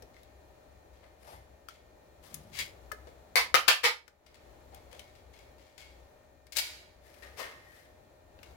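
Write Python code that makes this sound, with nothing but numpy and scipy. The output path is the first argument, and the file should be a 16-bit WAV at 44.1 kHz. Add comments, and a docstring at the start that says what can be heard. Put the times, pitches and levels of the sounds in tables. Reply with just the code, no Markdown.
"""Knife at a stiff tin lid

A small knife picks and scrapes at the lid of a tin held on a hard floor, and is jabbed into it four times.
Contacts are bursts of gritty noise that ring the blade, tin, rim or floor; lid pops are short damped sines.
A small room answers in decaying noise. An appliance hums behind as shaped noise, with drifting motor tones.
The phone's gain control ducks under loud sound, waits, then recovers."""
import sys
import numpy as np
from scipy import signal
from scipy.fft import rfft, irfft, next_fast_len
from scipy.io import wavfile
from scipy.ndimage import uniform_filter1d, minimum_filter1d

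SR = 44100
rng = np.random.default_rng(int(sys.argv[2]) if len(sys.argv) > 2 else 0)


def store_pcm(level_fs):
    """Save levels as 16-bit WAV."""
    pcm = np.round(np.clip(level_fs, -1, 1) * 32767).astype(np.int16)
    wavfile.write(sys.argv[1], SR, np.atleast_2d(pcm).T)


N = 377496

# Room background spectrum: (frequency [Hz], relative density [dB per Hz])
AIR_SPECTRUM = [(20, -10.5), (45, -0.5), (110, -1.5), (200, -6.5), (380, -1), (800, -2), (1050, -9.5),
                (2300, -16.5), (2900, -20.5), (4300, -21), (4800, -25), (7000, -24.5), (8200, -30.5),
                (16000, -30)]
# Resonances of the appliance's hum: (frequency [Hz], width [Hz], lift [dB])
HUM_RESONANCES = [(64.45, 7, 16), (89.5, 2.3, 11.5), (563.8, 32, 0.5), (563, 20, 6), (4200, 160, 3)]
# Motor whine: (frequency [Hz], RMS level [dB])
WHINE_TONES = [(612, -69.5), (1828, -78.5), (2410, -84.5)]
# Reverberation time of the room's late tail: (frequency [Hz], T60 [s])
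ROOM_LATE_T60 = [(200, 0.93), (1000, 0.76), (3000, 0.58), (7000, 0.53), (14000, 0.41)]

# Dense ring of the tin: (frequency [Hz], response [dB])
TIN_RESPONSE = [(100, -23), (300, -18.5), (500, -3.5), (900, 2), (2100, 3), (3200, 3), (5400, -0.5),
                (7300, -5), (12000, -5.5), (16000, -11)]
# Tin modes standing out of it: (frequency [Hz], width [Hz], lift [dB])
TIN_RESONANCES = [(478, 55, 7.5), (1220, 32, 5.5), (1760, 49, 4.5), (2080, 26, 9), (2247, 28, 6.5),
                  (2500, 22, 4.5), (2975, 22, 0), (4460, 42, 2.5), (5000, 140, 3.5), (5700, 130, 2.5)]
# Dense ring of the steel blade: (frequency [Hz], response [dB])
BLADE_RESPONSE = [(200, -21.5), (600, -10), (1400, -10), (2100, -3.5), (5000, -3.5), (7500, -7.5),
                  (16000, -13)]
# Blade modes standing out of it: (frequency [Hz], width [Hz], lift [dB])
BLADE_RESONANCES = [(2190, 77, 9), (3350, 66, 6.9), (3330, 19, 2.5), (3920, 78, 2.2), (4190, 41, 2.26),
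                    (4700, 310, 3.3), (7020, 78, 7.1)]

# Soft thuds of hands, knees and tin on the floor, and low swells of the hum near 75 Hz: (time [s], level [dB],
# rise [s], fall [s], resonance [Hz])
SOFT_BUMPS = [(.020, -47.5, 0.0023, 0.013, 505), (1.24, -48, 0.046, 0.068, 774),
              (1.322, -51.5, 0.023, 0.048, 73), (2.28, -53, 0.051, 0.26, 158),
              (2.401, -54, 0.088, .24, 78.5), (2.917, -42, 0.0026, 0.012, 460),
              (3.068, -45, .005, 0.012, 520), (4.715, -50, 0.014, 0.042, 700),
              (4.925, -53, 0.0045, 0.056, 605)]
# Knife tip catching on the rim: (time [s], level [dB], tilt [dB/octave], lid note [Hz])
TIP_CLICKS = [(.0220, -45.5, 2, 5200), (.1650, -48, -3.5, 2000), (0.231, -51, 5.5, 3800),
              (1.6855, -40, 4.5, 3130), (2.3419, -28, 7.5, 10000), (2.917, -32, 2.5, 2060),
              (4.0786, -34.5, -1, 1490), (4.7455, -41.5, 7.5, 3300), (4.9282, -42.5, -0.5, 1300),
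              (4.9931, -37, 1.5, 3070), (6.467, -50, 0.5, 2245), (7.141, -50.5, 2, 2795),
              (8.3895, -49, -5.5, 2740), (8.43, -41.5, 1.5, 2760)]
# Light picking under the rim: (time [s], level [dB], fall [s])
LIGHT_SCRATCHES = [(.135, -63, 0.13), (.93, -65, 0.069), (1.69, -52.5, 0.038), (3.069, -54, 0.015),
                   (4.261, -46, 0.01), (4.341, -48, 0.016), (4.711, -60.5, 0.11), (4.911, -54, 0.13),
                   (5.15, -58, .03), (5.33, -56, 0.065), (5.385, -55.5, 0.032), (5.58, -61, 0.18),
                   (5.777, -47, .066), (8.436, -58, .07)]
# Blade, levered hard, slipping off the rim in jerks: (time [s], level [dB], rise [s])
HARD_SLIPS = [(6.520, -36.5, 0.0059), (6.550, -26.5, 0.025), (6.5685, -19, 0.00053), (6.583, -18.5, 0.0023)]
# Tin shifting over the floor, and a hand sliding across the lid at 1.18 s: (time [s], level [dB], rise [s],
# fall [s], tilt [dB/octave], favoured note [Hz])
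SLIDES = [(1.001, -57.5, 0.042, 0.049, -4, 806), (1.18, -52.5, 0.15, .035, -0.7, 10900),
          (2.222, -52.5, 0.024, 0.14, 2, 1080), (6.999, -59.5, 0.067, 0.54, 2, 1830),
          (7.222, -46, 0.0032, 0.043, -1, 1790), (7.362, -35, 0.042, 0.031, 0, 1020),
          (7.42, -41.5, 0.012, 0.055, -1.5, 1830), (7.58, -57.5, 0.2, 0.084, 2, 1750)]
# Thin lid flexing and popping: (time [s], note [Hz], level [dB], fall [s])
LID_POPS = [(1.6863, 1350, -30, 0.0032), (1.6862, 4600, -39, 0.0027), (2.9155, 1277, -26, 0.0055),
            (2.9184, 1720, -29.5, 0.0081)]
# Flat of the blade drawn across the lid: (time [s], level [dB], rise [s], fall [s])
BLADE_SWEEPS = [(2.514, -39, 0.063, .022), (2.583, -28, .008, 0.031)]
# Knife jabbed into the lid: (time [s], bite level [dB], bite rise [s], length [s], bite tilt [dB/octave],
# lid note [Hz], direct sound [dB], skid level re bite [dB], skid note [Hz])
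KNIFE_BLOWS = [(3.3560, -9, 0.0014, 0.016, 0.1, 2050, -3.5, -12, 1050),
               (3.5423, -5, 0.0011, 0.0063, -3, 1280, 3.5, -5.5, 2600),
               (3.679, 1, 0.0048, .016, -0.16, 2760, 1.5, -14.5, 2900),
               (3.831, -2, 0.013, 0.013, -1.8, 1930, -6, -6.5, 4200)]
# Rim singing as the blade is drawn along it: (time [s], level [dB], rise [s], fall [s])
RIM_SQUEALS = [(7.22, -47, 0.0062, 0.024), (7.386, -40, 0.023, 0.02), (7.6, -56, 0.13, 0.057)]

PORT_GAP_M, SOUND_SPEED_M_S = 0.12, 343  # the phone's two microphone ports
TOP_HZ = 16000

# sliding and jabbing also drive the floor under the tin
FLOOR_HZ, SLIDE_FLOOR_DB, BLOW_FLOOR_DB = 570, -5.5, -31.5
CLICK_FALL_S, CLICK_NOTE_DB = 0.0044, 9.5
SCRATCH_RISE_S, SCRATCH_TILT_DB_PER_OCT = 0.0037, -2.5
SCRATCH_NOTE_HZ, SCRATCH_NOTE_DB = 2150, 1
SLIP_FALL_S, SLIP_NOTE_HZ, SLIP_NOTE_DB = 0.0086, 4700, 2.5
# a slip with the even rise is untilted; each halving of the rise brightens it by this tilt
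SLIP_EVEN_RISE_S, SLIP_TILT_DB_PER_OCT = 0.019, 0.37
SLIDE_NOTE_DB = 8.5
SWEEP_TILT_DB_PER_OCT, SWEEP_NOTE_HZ, SWEEP_NOTE_DB = -0.5, 2340, 4
# shares of a jab's length
BITE_FALL_SHARE, SKID_DELAY_SHARE, SKID_RISE_SHARE = 0.43, 0.72, 0.33
BITE_NOTE_DB, BITE_DAMPING = 6.5, 0.12
SKID_TILT_DB_PER_OCT, SKID_NOTE_DB, SKID_DAMPING = 0, 8.5, 0.3


def undb(db):
    """Decibels to gain."""
    return 10 ** (np.asarray(db) / 20)


def rms(x):
    """Root mean square, kept above zero."""
    return np.sqrt(np.mean(x ** 2)) + 1e-12


def along(points, hz):
    """Read (frequency [Hz], value) points on a log-frequency axis."""
    point_hz, value = np.transpose(points)
    return np.interp(np.log(hz), np.log(point_hz), value)


def grid(size):
    """Frequencies in Hz of a real spectrum, kept above zero."""
    return np.maximum(np.arange(size // 2 + 1) * SR / size, 1)


def resonances(modes, hz):
    """Lift in dB of resonances that stand on a broad response."""
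    power = 1
    for mode_hz, width_hz, lift_db in modes:
        peak = undb(abs(lift_db)) ** 2 - 1
        power = power + peak / (1 + (2 * (hz - mode_hz) / width_hz) ** 2)
    return 10 * np.log10(power)


def tin_body(hz):
    """Response in dB of the tin: dense ring plus modes."""
    return along(TIN_RESPONSE, hz) + resonances(TIN_RESONANCES, hz)


def blade_body(hz):
    """Response in dB of the blade: dense ring plus modes."""
    return along(BLADE_RESPONSE, hz) + resonances(BLADE_RESONANCES, hz)


def voiced(body_db, hz, tilt_db_per_oct, note_hz, note_db, damping):
    """Harder contact tilts the response up; the spot touched favours one note, damped by the hand."""
    tilt_db = tilt_db_per_oct * np.log2(np.maximum(hz, 300) / 2000)
    return body_db + tilt_db + resonances([(note_hz, damping * note_hz, note_db)], hz)


def ring(force, response_db):
    """Drive a causal, minimum-phase body; the ring follows the push."""
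    size = len(force)
    cepstrum = irfft(np.log(undb(response_db)))
    cepstrum[1:size // 2] *= 2  # fold onto positive time
    cepstrum[size // 2 + 1:] = 0
    return irfft(rfft(force) * np.exp(rfft(cepstrum)))


def contact(response_db, level_db, rise_s, fall_s, grit_db, slip_db, slip_hz):
    """Tiny impacts, bunched by stick and slip, swell and die away while they drive a body."""
    size = 2 * (len(response_db) - 1)
    t = np.arange(size) / SR
    decay = np.exp(-np.maximum(t - rise_s, 0) / fall_s)
    pressure = np.where(t < rise_s, t / rise_s, decay)
    impacts, sizes, slips = rng.standard_normal((3, size))
    stick_slip = np.interp(t * slip_hz, np.arange(size), slips)
    roughness_db = max(grit_db, 0) * sizes + max(slip_db, 0) * stick_slip
    sound = ring(pressure * impacts * undb(roughness_db), response_db)
    return sound * undb(level_db) * rms(pressure) / rms(sound)


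def add(track, time_s, sound):
    """Mix a sound in at a time."""
    start = max(int(time_s * SR), 0)
    part = sound[..., :max(N - start, 0)]
    track[..., start:start + part.shape[-1]] += part


def strokes(table, body, damping, grit_db, slip_db, slip_hz, size=32768):
    """Friction strokes on one body, each with its own tilt and note."""
    hz, out = grid(size), np.zeros(N)
    body_db = body(hz)
    for time_s, level_db, rise_s, fall_s, tilt_db_per_oct, note_hz, note_db in table:
        response_db = voiced(body_db, hz, tilt_db_per_oct, note_hz, note_db, damping)
        add(out, time_s, contact(response_db, level_db, rise_s, fall_s, grit_db, slip_db, slip_hz))
    return out


def at_phone(x, lag_s, far_db, shadow_hz):
    """Direct sound meets the left port first; the right one lies in the phone's shadow and loses treble."""
    pole = np.exp(-2 * np.pi * shadow_hz / SR)
    delayed = np.pad(x, (int(lag_s * SR), 0))[:N]
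    far = signal.lfilter([1 - pole], [1, -pole], delayed)
    return np.array([x, undb(far_db) * far])


def diffuse(size):
    """Spectra of noise from all sides at the two ports: long waves reach both alike."""
    left, other = rfft(rng.standard_normal((2, size)))
    alike = np.sinc(2 * grid(size) * PORT_GAP_M / SOUND_SPEED_M_S)
    return np.array([left, alike * left + np.sqrt(1 - alike ** 2) * other])


def room(x, early_db, late_db, early_t60_s, soak_db_per_s=70, size=32768):
    """Dense early reflections off floor and furniture, then a longer tail that loses its treble first."""
    t, hz = np.arange(size) / SR, grid(size)
    centres_hz = 125 * 2.0 ** np.arange(8)
    early, late = diffuse(size), diffuse(size)
    response = 0
    for centre_hz, share in zip(centres_hz, np.eye(len(centres_hz))):
        band = np.interp(np.log(hz), np.log(centres_hz), share)
        # soak speeds the early decay in proportion to frequency
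        soak_db = soak_db_per_s * t * centre_hz / centres_hz[-1]
        near = irfft(early * band) * undb(early_db - 60 * t / early_t60_s - soak_db)
        far = irfft(late * band) * undb(late_db - 60 * t / along(ROOM_LATE_T60, centre_hz))
        left_db = along([(500, -8.5), (2000, -0.4), (12000, -1.4)], centre_hz)
        right_db = along([(500, -1.5), (2000, 2.5), (5000, 0.7), (12000, -10.0)], centre_hz)
        response = response + (near + far) * undb([[left_db], [right_db]])
    onset = np.clip((t - 0.003) / 0.0075, 0, 1)  # the first walls are a step away
    response *= onset / np.sqrt(SR / 50)
    return signal.fftconvolve(x[None], response, axes=1)[:, :N]


def background(level_db=-57.5, waver_db=1.6, lag_s=0.0003):
    """An appliance runs: its bass reaches both ports alike, the left first, and the rest is diffuse."""
    size = 2 * next_fast_len(N // 2 + 1)
    hz = grid(size)
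    common, left, right = rfft(rng.standard_normal((3, size)))
    direct = np.array([common, common * np.exp(-2j * np.pi * hz * lag_s)])
    alike = np.clip(along([(90, 0.88), (280, 0.98), (550, 0.22), (1000, 0.018)], hz), 0, 1)
    ports = np.sqrt(alike) * direct + np.sqrt(1 - alike) * np.array([left, right])
    # left over right
    lean_db = along([(70, 6.1), (150, 5.1), (600, 2.6), (3000, 0.89), (10000, 10)], hz)
    ports = ports * undb(np.array([lean_db, -lean_db]) / 2)
    spectrum_db = along(AIR_SPECTRUM, hz) + resonances(HUM_RESONANCES, hz)
    air = irfft(ports * undb(spectrum_db))[:, :N]
    # four random levels a second
    waver = np.interp(np.arange(N) / SR * 4, np.arange(100), rng.standard_normal(100))
    return air / rms(air) * undb(level_db + waver_db * waver)


def whine(drift_hz=0.8):
    """Thin motor tones that drift slightly and reach each port in a different phase."""
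    t, out = np.arange(N) / SR, 0
    port_cycles = np.array([[0], [1 / 6]])
    for tone_hz, level_db in WHINE_TONES:
        drift = np.interp(t * 2, np.arange(40), rng.standard_normal(40))
        cycles = np.cumsum(tone_hz + drift_hz * drift) / SR
        phase = 2 * np.pi * (cycles + rng.random() + port_cycles)
        out = out + np.sqrt(2) * undb(level_db) * np.sin(phase)
    return out


def bumps(size=16384):
    """Soft thuds, and low swells of the hum, are noise through one low, broad resonance; every slide and jab
    adds one."""
    hz, out = grid(size), np.zeros(N)
    dragged = [(time_s, level_db + SLIDE_FLOOR_DB, rise_s, fall_s, FLOOR_HZ)
               for time_s, level_db, rise_s, fall_s, *_ in SLIDES]
    struck = [(time_s, level_db + BLOW_FLOOR_DB, rise_s, length_s, FLOOR_HZ)
              for time_s, level_db, rise_s, length_s, *_ in KNIFE_BLOWS]
    for time_s, level_db, rise_s, fall_s, resonance_hz in SOFT_BUMPS + dragged + struck:
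        response_db = -20 * np.log10(1 + 2.5 * (hz / resonance_hz - resonance_hz / hz) ** 2)
        add(out, time_s, contact(response_db, level_db, rise_s, fall_s, grit_db=1.5, slip_db=3, slip_hz=40))
    return out


def clicks(size=4096):
    """The tip snaps off the rim and the held tin gives a short note."""
    hz, out = grid(size), np.zeros(N)
    tin_db = tin_body(hz)
    for time_s, level_db, tilt_db_per_oct, note_hz in TIP_CLICKS:
        response_db = voiced(tin_db, hz, tilt_db_per_oct, note_hz, CLICK_NOTE_DB, damping=0.094)
        click = contact(response_db, level_db, rise_s=0.001, fall_s=CLICK_FALL_S,
                        grit_db=4.0, slip_db=1.5, slip_hz=925)
        add(out, time_s, click)
    return out


def scrapes():
    """The blade's edge on the rim: light scratches of one tone; hard slips, brighter the more sudden."""
    table = []
    for time_s, level_db, fall_s in LIGHT_SCRATCHES:
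        table.append((time_s, level_db, SCRATCH_RISE_S, fall_s,
                      SCRATCH_TILT_DB_PER_OCT, SCRATCH_NOTE_HZ, SCRATCH_NOTE_DB))
    for time_s, level_db, rise_s in HARD_SLIPS:
        tilt_db_per_oct = SLIP_TILT_DB_PER_OCT * np.log2(SLIP_EVEN_RISE_S / rise_s)
        table.append((time_s, level_db, rise_s, SLIP_FALL_S, tilt_db_per_oct, SLIP_NOTE_HZ, SLIP_NOTE_DB))
    return strokes(table, blade_body, damping=0.15, grit_db=4, slip_db=3.5, slip_hz=300)


def slides():
    """The base of the tin grates over the floor; once, a hand rubs across the lid."""
    table = [(*row, SLIDE_NOTE_DB) for row in SLIDES]
    # negative grit counts as none
    return strokes(table, tin_body, damping=0.24, grit_db=-1.5, slip_db=2.5, slip_hz=258.3)


def pops(rise_s=0.00027, size=4096):
    """The lid snaps through and the fingers quickly damp its note."""
    t, out = np.arange(size) / SR, np.zeros(N)
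    for time_s, note_hz, level_db, fall_s in LID_POPS:
        envelope = (1 - np.exp(-t / rise_s)) * np.exp(-t / fall_s)
        add(out, time_s, undb(level_db) * envelope * np.sin(2 * np.pi * note_hz * t))
    return out


def sweeps():
    """The flat of the blade rasps over the lid."""
    table = [(*row, SWEEP_TILT_DB_PER_OCT, SWEEP_NOTE_HZ, SWEEP_NOTE_DB) for row in BLADE_SWEEPS]
    return strokes(table, blade_body, damping=0.5, grit_db=5, slip_db=2, slip_hz=400)


def blows(size=16384):
    """The point bites the lid, then skids; hand and tin shift, so each contact meets the room differently."""
    hz, reflected, direct = grid(size), np.zeros((2, N)), np.zeros(N)
    tin_db = tin_body(hz)
    for (time_s, level_db, rise_s, length_s, tilt_db_per_oct,
         note_hz, direct_db, skid_db, skid_hz) in KNIFE_BLOWS:
        bite_response_db = voiced(tin_db, hz, tilt_db_per_oct, note_hz, BITE_NOTE_DB, BITE_DAMPING)
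        skid_response_db = voiced(tin_db, hz, SKID_TILT_DB_PER_OCT, skid_hz, SKID_NOTE_DB, SKID_DAMPING)
        bite = (time_s, bite_response_db, level_db, rise_s, BITE_FALL_SHARE * length_s)
        skid = (time_s + SKID_DELAY_SHARE * length_s, skid_response_db,
                level_db + skid_db, SKID_RISE_SHARE * length_s, length_s)
        for start_s, *touch in (bite, skid):
            sound = contact(*touch, grit_db=7, slip_db=6, slip_hz=699)
            add(reflected, start_s, room(sound, early_db=0.5, late_db=-38.0, early_t60_s=0.24))
            add(direct, start_s, sound * undb(direct_db))
    return at_phone(direct, lag_s=0.0005, far_db=-11, shadow_hz=5000) + reflected


def squeals(rim_hz=1860, width_hz=32, size=32768):
    """Steady rubbing feeds one narrow mode of the rim."""
    out = np.zeros(N)
    response_db = -20 * np.log10(1 + ((grid(size) - rim_hz) / width_hz) ** 2)
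    response_db = np.maximum(response_db, -60)
    for time_s, level_db, rise_s, fall_s in RIM_SQUEALS:
        add(out, time_s, contact(response_db, level_db, rise_s, fall_s, grit_db=1, slip_db=1, slip_hz=60))
    return out


def scene():
    """Knife and tin close by, in a small room."""
    ticks, snaps = clicks(), pops()
    blade, sweep, tin = scrapes(), sweeps(), slides() + squeals()
    close = at_phone(ticks + snaps + blade + sweep + tin, lag_s=0.00025, far_db=-47.0, shadow_hz=4970)
    low = at_phone(bumps(), lag_s=0.00033, far_db=-3.5, shadow_hz=2000)
    # each way of touching the tin throws its sound into the room differently
    tick_room = room(ticks + undb(-1.0) * snaps, early_db=-6, late_db=-21.5, early_t60_s=0.16)
    blade_room = room(blade, early_db=-5.5, late_db=-9.5, early_t60_s=0.134)
    tin_room = room(tin, early_db=-15.0, late_db=-11.0, early_t60_s=0.11)
    sweep_room = room(sweep, early_db=5.0, late_db=-25.5, early_t60_s=0.083)
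    reflections = tick_room + blade_room + tin_room + sweep_room
    return background() + whine() + low + close + reflections + blows()


def gain_control(x, ceiling_db=-13, sense_s=0.0043, hold_s=0.51, release_db_per_s=48):
    """The gain drops at once under a loud sound, waits, then climbs back."""
    power = uniform_filter1d(np.mean(x ** 2, axis=0), int(sense_s * SR))
    cut_db = np.minimum(ceiling_db - 10 * np.log10(np.abs(power) + 1e-12), 0)
    half = int(hold_s * SR / 2)
    # origin sets the window over the past
    held_db = minimum_filter1d(cut_db, 2 * half + 1, origin=half, mode="nearest")
    climb_db = release_db_per_s * np.arange(N) / SR
    gain_db = np.minimum.accumulate(held_db - climb_db) + climb_db
    return x * undb(gain_db)


def record(dry):
    """The phone rides its gain, rounds the highest peaks and cuts the top."""
    rounded = np.tanh(gain_control(dry))
    low_pass = signal.ellip(8, 0.2, 70, TOP_HZ, fs=SR, output="sos")
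    return signal.sosfilt(low_pass, rounded)


dry = scene()
out = record(dry)
store_pcm(out)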